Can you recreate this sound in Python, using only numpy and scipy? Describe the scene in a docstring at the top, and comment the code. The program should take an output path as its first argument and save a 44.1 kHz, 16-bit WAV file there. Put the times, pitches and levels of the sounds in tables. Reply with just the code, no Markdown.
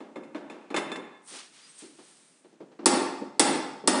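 """A brass ring knocker on a wooden door in a large, live room. In the first second the ring is swung
down, clinking in its hinge, and let go. Dull thuds follow in the wood, and a sleeve rustles as the arm
leaves and comes back. From about 2.9 s the ring is rapped three times on its stud.
Clinks and raps ring both brass and door panel; the room carries each contact on over faint still air."""
import sys
import numpy as np
from scipy import signal
from scipy.fft import rfft, irfft
from scipy.io import wavfile
from scipy.ndimage import uniform_filter1d

SR = 44100
rng = np.random.default_rng(int(sys.argv[2]) if len(sys.argv) > 2 else 0)


def store_wav(level_fs):
    """Save 16-bit WAV to argv[1]."""
    pcm = np.round(np.clip(np.atleast_2d(level_fs), -1, 1) * 32767)
    wavfile.write(sys.argv[1], SR, pcm.T.astype(np.int16))


N = 176400

# Each row: frequency in Hz, relative dB when rapped, relative dB when clinking, loosely held t60 in s.
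BRASS_MODES = [(1720, -16, -6, 0.18), (1848, -19, -29, 0.2), (2005, -16.5, -13, 0.097),
               (2146, -22, -6, 0.11), (2500, -35, -5.5, 0.024), (2687, -27, -11, 0.36),
               (3546, -12.5, -3.5, 0.16), (4177, -14, -11, 0.053), (4610, -9, -29, 0.054),
               (4680, -20, -31, 0.14), (5103, -9, -23, 0.051), (5245, -10.5, -14.5, 0.27),
               (5540, -10, -24.5, 0.12), (6160, -14.5, -17.5, 0.18), (6870, -14, -12, 0.15),
               (7530, -14.5, -14.5, 0.13), (7790, -4, -16, 0.12), (8190, -7.5, -21, 0.2),
               (8720, -7.5, -23, 0.045), (9360, -4, -15, 0.27), (9572, -0.5, -14, 0.14),
               (9950, -8.5, -21, 0.23)]
# Each row: frequency in Hz, relative level in dB, t60 in s.
PANEL_MODES = [(198.1, -13.5, 0.43), (266.2, -3.5, 0.18), (308.4, -3, 0.19), (361.8, -3, 0.22),
               (412.5, -8.5, 0.34), (502.3, -8.5, 0.05), (627, -16, 0.15), (724, -13.5, 0.13),
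               (812.4, -6, 0.093), (893, -4, 0.061), (1140, -8, 0.06), (1202, -9, 0.045)]


def undb(db):
    return 10 ** (np.asarray(db) / 20)


def unit_energy(x):
    return x / np.sqrt(np.sum(x ** 2))


def highpass(x, hz, order):
    return signal.sosfilt(signal.butter(order, hz, "high", fs=SR, output="sos"), x)


def lookup(hz, table, column=1):
    """One table column, interpolated over log frequency."""
    table = np.array(table, float)
    return np.interp(np.log(hz + 1e-9), np.log(table[:, 0]), table[:, column])


def equalise(x, db_at):
    """Minimum-phase filter with a gain of db_at(hz)."""
    size = 2 * len(x)
    hz = np.arange(len(x) + 1) * SR / size
    cepstrum = irfft(np.log(undb(db_at(hz))))
    cepstrum[1:len(x)] *= 2
    cepstrum[len(x) + 1:] = 0
    return irfft(rfft(x, size) * np.exp(rfft(cepstrum)))[:len(x)]


def hiss(colour):
    """Steady coloured noise, rms 1."""
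    noise = equalise(rng.standard_normal(N), lambda hz: lookup(hz, colour))
    return np.sqrt(N) * unit_energy(noise)


def decay(t60_s):
    """One second of exponential decay."""
    return np.exp(-np.log(1000) * np.arange(SR) / SR / t60_s)


def resonate(modes):
    """Decaying sines of alternating sign. Each row: frequency in Hz, level in dB, t60 in s."""
    t = np.arange(SR) / SR
    return sum((-1) ** k * undb(db) * unit_energy(np.sin(2 * np.pi * hz * t) * decay(t60_s))
               for k, (hz, db, t60_s) in enumerate(modes))


def gripped_brass(modes, detune=0.002):
    """The fingers shift each mode a little from one contact to the next."""
    shifts = 1 + detune * rng.standard_normal(len(modes))
    return resonate([(hz * shift, db, t60_s) for (hz, db, t60_s), shift in zip(modes, shifts)])


def clatter(colour, t60_s):
    """Resonances of casting and wood too dense to count: a coloured, decaying burst."""
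    burst = rng.standard_normal(SR) * decay(t60_s)
    return unit_energy(equalise(burst, lambda hz: lookup(hz, colour)))


def strike(contacts, blow):
    """Each contact has its own loudness and brightness; columns after the tilt go to blow()."""
    out = np.zeros(N + 2 * SR)
    for start_s, db, tilt_db_per_oct, *settings in contacts:
        at = int(start_s * SR)
        gain_db = lambda hz: db + tilt_db_per_oct * np.log2(np.clip(hz, 250, 8000) / 1000)
        out[at:at + SR] += equalise(blow(*settings), gain_db)
    return out[:N]


def still_air():
    """Faint steady room tone."""
    # Each row: frequency in Hz, relative density in dB.
    colour = [(30, -40), (80, -25), (140, 0), (300, -1), (800, -9), (2000, -14), (5000, -21), (8000, -20),
              (10000, -24)]
    return undb(-66) * hiss(colour)


def hinge_clinks():
    """The loose ring turns, drops and rebounds; the contact point brings out modes near one pitch."""
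    # Each row: start in s, gain in dB, tilt in dB/octave, brass gain in dB, panel gain in dB,
    # favoured pitch in Hz, clatter t60 in s.
    contacts = [(.004, -24.5, -2.5, -13.5, -6, 2070, 0.45), (.158, -20.5, -4.5, -5, -12, 2170, 0.26),
                (.234, -31, -1.5, -8.5, -20, 2520, 0.17), (.347, -18.5, -3.5, -14, -12, 4200, .1),
                (.358, -20.5, -2, -15, -31, 2150, 0.33), (.499, -22, -1.5, -7, -12, 2540, 0.68),
                (.703, -19.5, -3, -8, -10, 4060, 0.22), (.743, -11, -2, -4.5, -4, 2470, 0.18),
                (.763, -9.5, 1, -4.5, -13.5, 2080, 0.15), (.772, -8, -1.5, -10, -17, 2540, 0.13),
                (.848, -37, -2.5, -4, -14, 9410, .1), (.917, -20, -1, -1, -7, 3540, 0.044),
                (.924, -24, -3.5, -0.5, -25, 1714, 0.055), (.958, -21, 1, -10, -23, 2150, 0.063)]
    # Each row: frequency in Hz, relative clatter density in dB.
    colour = [(100, -13.5), (300, 11), (600, 6), (1200, 1.5), (2400, -4.5), (3200, -8), (6000, -16.5),
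              (10000, -25.5)]
    favour_db, favour_width_oct = 7.5, 0.14

    def clink(brass_db, panel_db, favoured_hz, clatter_t60_s):
        boost_db = lambda hz: favour_db * np.exp(-(np.log2(hz / favoured_hz) / favour_width_oct) ** 2)
        brass = gripped_brass([(hz, db + boost_db(hz), t60_s) for hz, _, db, t60_s in BRASS_MODES])
        panel = resonate(PANEL_MODES)
        body = clatter(colour, clatter_t60_s)
        return undb(brass_db) * brass + undb(panel_db) * panel + undb(2.5) * body

    return undb(7.5) * strike(contacts, clink)


def room_echoes(x):
    """Diffuse echoes build up, then die away, soonest in the treble."""
    # Each row: frequency in Hz, echo level in dB, t60 in s.
    bands = [(154, 5, 0.94), (305, -0.5, 0.65), (460, 0, 0.77), (818, 3.5, 0.84), (1480, 2, 0.77),
             (3270, -3, 0.71), (6000, -8, 0.66), (10600, -8.5, 0.4)]
    delay_s, build_s = 0.0084, 0.039
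    t = np.arange(2 * SR) / SR
    build = 1 - np.exp(-np.maximum(t - delay_s, 0) / build_s)
    spectrum = rfft(rng.standard_normal(len(t)))
    hz = np.arange(SR + 1) / 2
    centres_hz = np.geomspace(100, 12000, 15)
    response = 0
    for centre_hz, weights in zip(centres_hz, np.eye(len(centres_hz))):
        t60_s = lookup(centre_hz, bands, column=2)
        envelope = unit_energy(build * np.exp(-np.log(1000) * t / t60_s))
        band_noise = irfft(spectrum * np.interp(hz, centres_hz, weights))
        response += undb(lookup(centre_hz, bands)) * envelope * band_noise
    return signal.fftconvolve(x, response)[:N]


def door_thuds():
    """Dull low thuds in the wooden door, the strongest just after the first rap."""
    # Each row: start in s, gain in dB, tilt in dB/octave.
    thuds = [(.969, -21, -2.5), (1.31, -32.5, 0), (1.337, -23, 6), (1.82, -33, -5), (1.891, -51, -7),
             (1.986, -24.5, 4.5), (2.443, -31, 2), (2.527, -41.5, -4), (2.602, -23, -0.5), (2.715, -32, 3),
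             (2.789, -17.5, 1), (2.829, -20, -1.5), (2.922, -8, -1.5), (3.212, -15.5, -1.5),
             (3.837, -20, -2)]
    # Each row: frequency in Hz, relative clatter density in dB.
    colour = [(100, -9.5), (320, 15), (600, 2), (1200, -9.5), (2400, -19), (5000, -26), (10000, -52)]
    attack_s = 0.0022
    attack = 1 - np.exp(-np.arange(SR) / SR / attack_s)

    def thud():
        return attack * (clatter(colour, t60_s=0.24) + undb(-16) * resonate(PANEL_MODES))

    return undb(11.5) * strike(thuds, thud)


def sleeve_rustle():
    """Cloth slides on cloth: two bands of grainy hiss swell and fade with the arm."""
    # Each row: time in s, relative middle level in dB, relative treble level in dB.
    levels = [(1.22, -112.5, -78), (1.282, -54, -52), (1.342, -47, -52.5), (1.372, -44.5, -50),
              (1.406, -47, -59), (1.518, -63.5, -69), (1.544, -57.5, -64), (1.582, -55.5, -64.5),
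              (1.776, -61, -63), (1.79, -57.5, -49.5), (1.812, -52, -55.5), (1.932, -63, -66.5),
              (2.084, -61, -62), (2.394, -71.5, -70), (2.42, -78, -74), (2.56, -74.5, -83)]
    # Each row of both: frequency in Hz, relative density in dB.
    middle_colour = [(300, -22.5), (900, -1.5), (2000, 1), (4500, 2), (6500, -1.5), (8500, -8.5)]
    treble_colour = [(300, -59), (5000, -13.5), (7000, -10), (8800, 0), (10500, -9)]
    grain_rms_db, grain_s = 0.5, 0.006
    t = np.arange(N) / SR
    times_s, middle_db, treble_db = np.array(levels).T
    swell = lambda db: undb(np.interp(t, times_s, db, left=-120, right=-120))
    grain = np.sqrt(N) * unit_energy(uniform_filter1d(rng.standard_normal(N), int(grain_s * SR)))
    middle = swell(middle_db + 1) * hiss(middle_colour)
    treble = swell(treble_db + 5.5) * hiss(treble_colour)
    return undb(grain_rms_db * grain) * (middle + treble)


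def sleeve_whistles(waver_hz=45):
    """Thin whistles in the rustle: brief glides, widened to narrow bands by phase noise."""
    # Each row: start in s, length in s, first pitch in Hz, last pitch in Hz, peak level in dB.
    glides = [(1.618, 0.059, 4750, 4970, -54), (1.684, 0.036, 8000, 8620, -50.5),
              (1.744, .04, 8800, 8200, -53), (1.774, .04, 8280, 8360, -53)]
    t = np.arange(N) / SR
    lowpass = signal.butter(2, waver_hz, fs=SR, output="sos")
    waver_rad = np.sqrt(N) * unit_energy(signal.sosfilt(lowpass, rng.standard_normal(N)))
    out = np.zeros(N)
    for start_s, length_s, from_hz, to_hz, db in glides:
        progress = np.clip((t - start_s) / length_s, 0, 1)
        phase_rad = 2 * np.pi * np.cumsum(from_hz + (to_hz - from_hz) * progress) / SR
        out += undb(db) * np.sin(np.pi * progress) * np.sin(phase_rad + waver_rad)
    return out


def stud_raps():
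    """Ring on stud: a sharp crack, brass damped by the fingers and the boom of the panel."""
    # Each row: start in s, gain in dB, tilt in dB/octave.
    contacts = [(2.8585, -3.5, -1.5), (3.3953, -3, -1.5), (3.8748, -5, -1.46)]
    # Each row: frequency in Hz, relative clatter density in dB.
    colour = [(100, -21), (250, 7), (600, 3.5), (1000, 0.5), (1300, 2.5), (1600, -1.5), (2800, -1),
              (3800, -0.5), (4600, -1), (6000, -0.5), (7100, -1), (8200, 2.5), (10500, -14.5)]
    grip_t60_ratio, crack_decay_s, spread_s = 0.55, 0.00027, 0.00082
    t = np.arange(SR) / SR
    spread = 1 - np.exp(-t / spread_s)  # the blow spreads through casting and wood

    def rap():
        brass = gripped_brass([(hz, db, t60_s * grip_t60_ratio) for hz, db, _, t60_s in BRASS_MODES])
        panel = resonate(PANEL_MODES)
        burst = rng.standard_normal(SR) * np.exp(-t / crack_decay_s)
        crack = unit_energy(highpass(burst, hz=3800, order=2))
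        body = spread * clatter(colour, t60_s=0.21)
        return undb(1) * brass + undb(-5) * panel + undb(0.5) * crack + undb(3) * body

    return undb(12.5) * strike(contacts, rap)


def scene():
    """The knocker is straight ahead; only the treble of the echoes spreads to the sides."""
    raps, clinks, thuds = stud_raps(), hinge_clinks(), door_thuds()
    send = raps + undb(-6.5) * clinks + undb(-13) * thuds
    side = undb(-29) * highpass(room_echoes(send), hz=5200, order=6)
    mid = raps + clinks + thuds + room_echoes(send) + sleeve_rustle() + sleeve_whistles() + still_air()
    return np.array([mid + side, mid - side])


def record(dry):
    """Thin the bass and cut the top steeply."""
    low_cut_hz, high_cut_hz = 153, 10100
    thinned = highpass(dry, low_cut_hz, order=4)
    return signal.sosfilt(signal.butter(20, high_cut_hz, fs=SR, output="sos"), thinned)


dry = scene()
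out = record(dry)
store_wav(out)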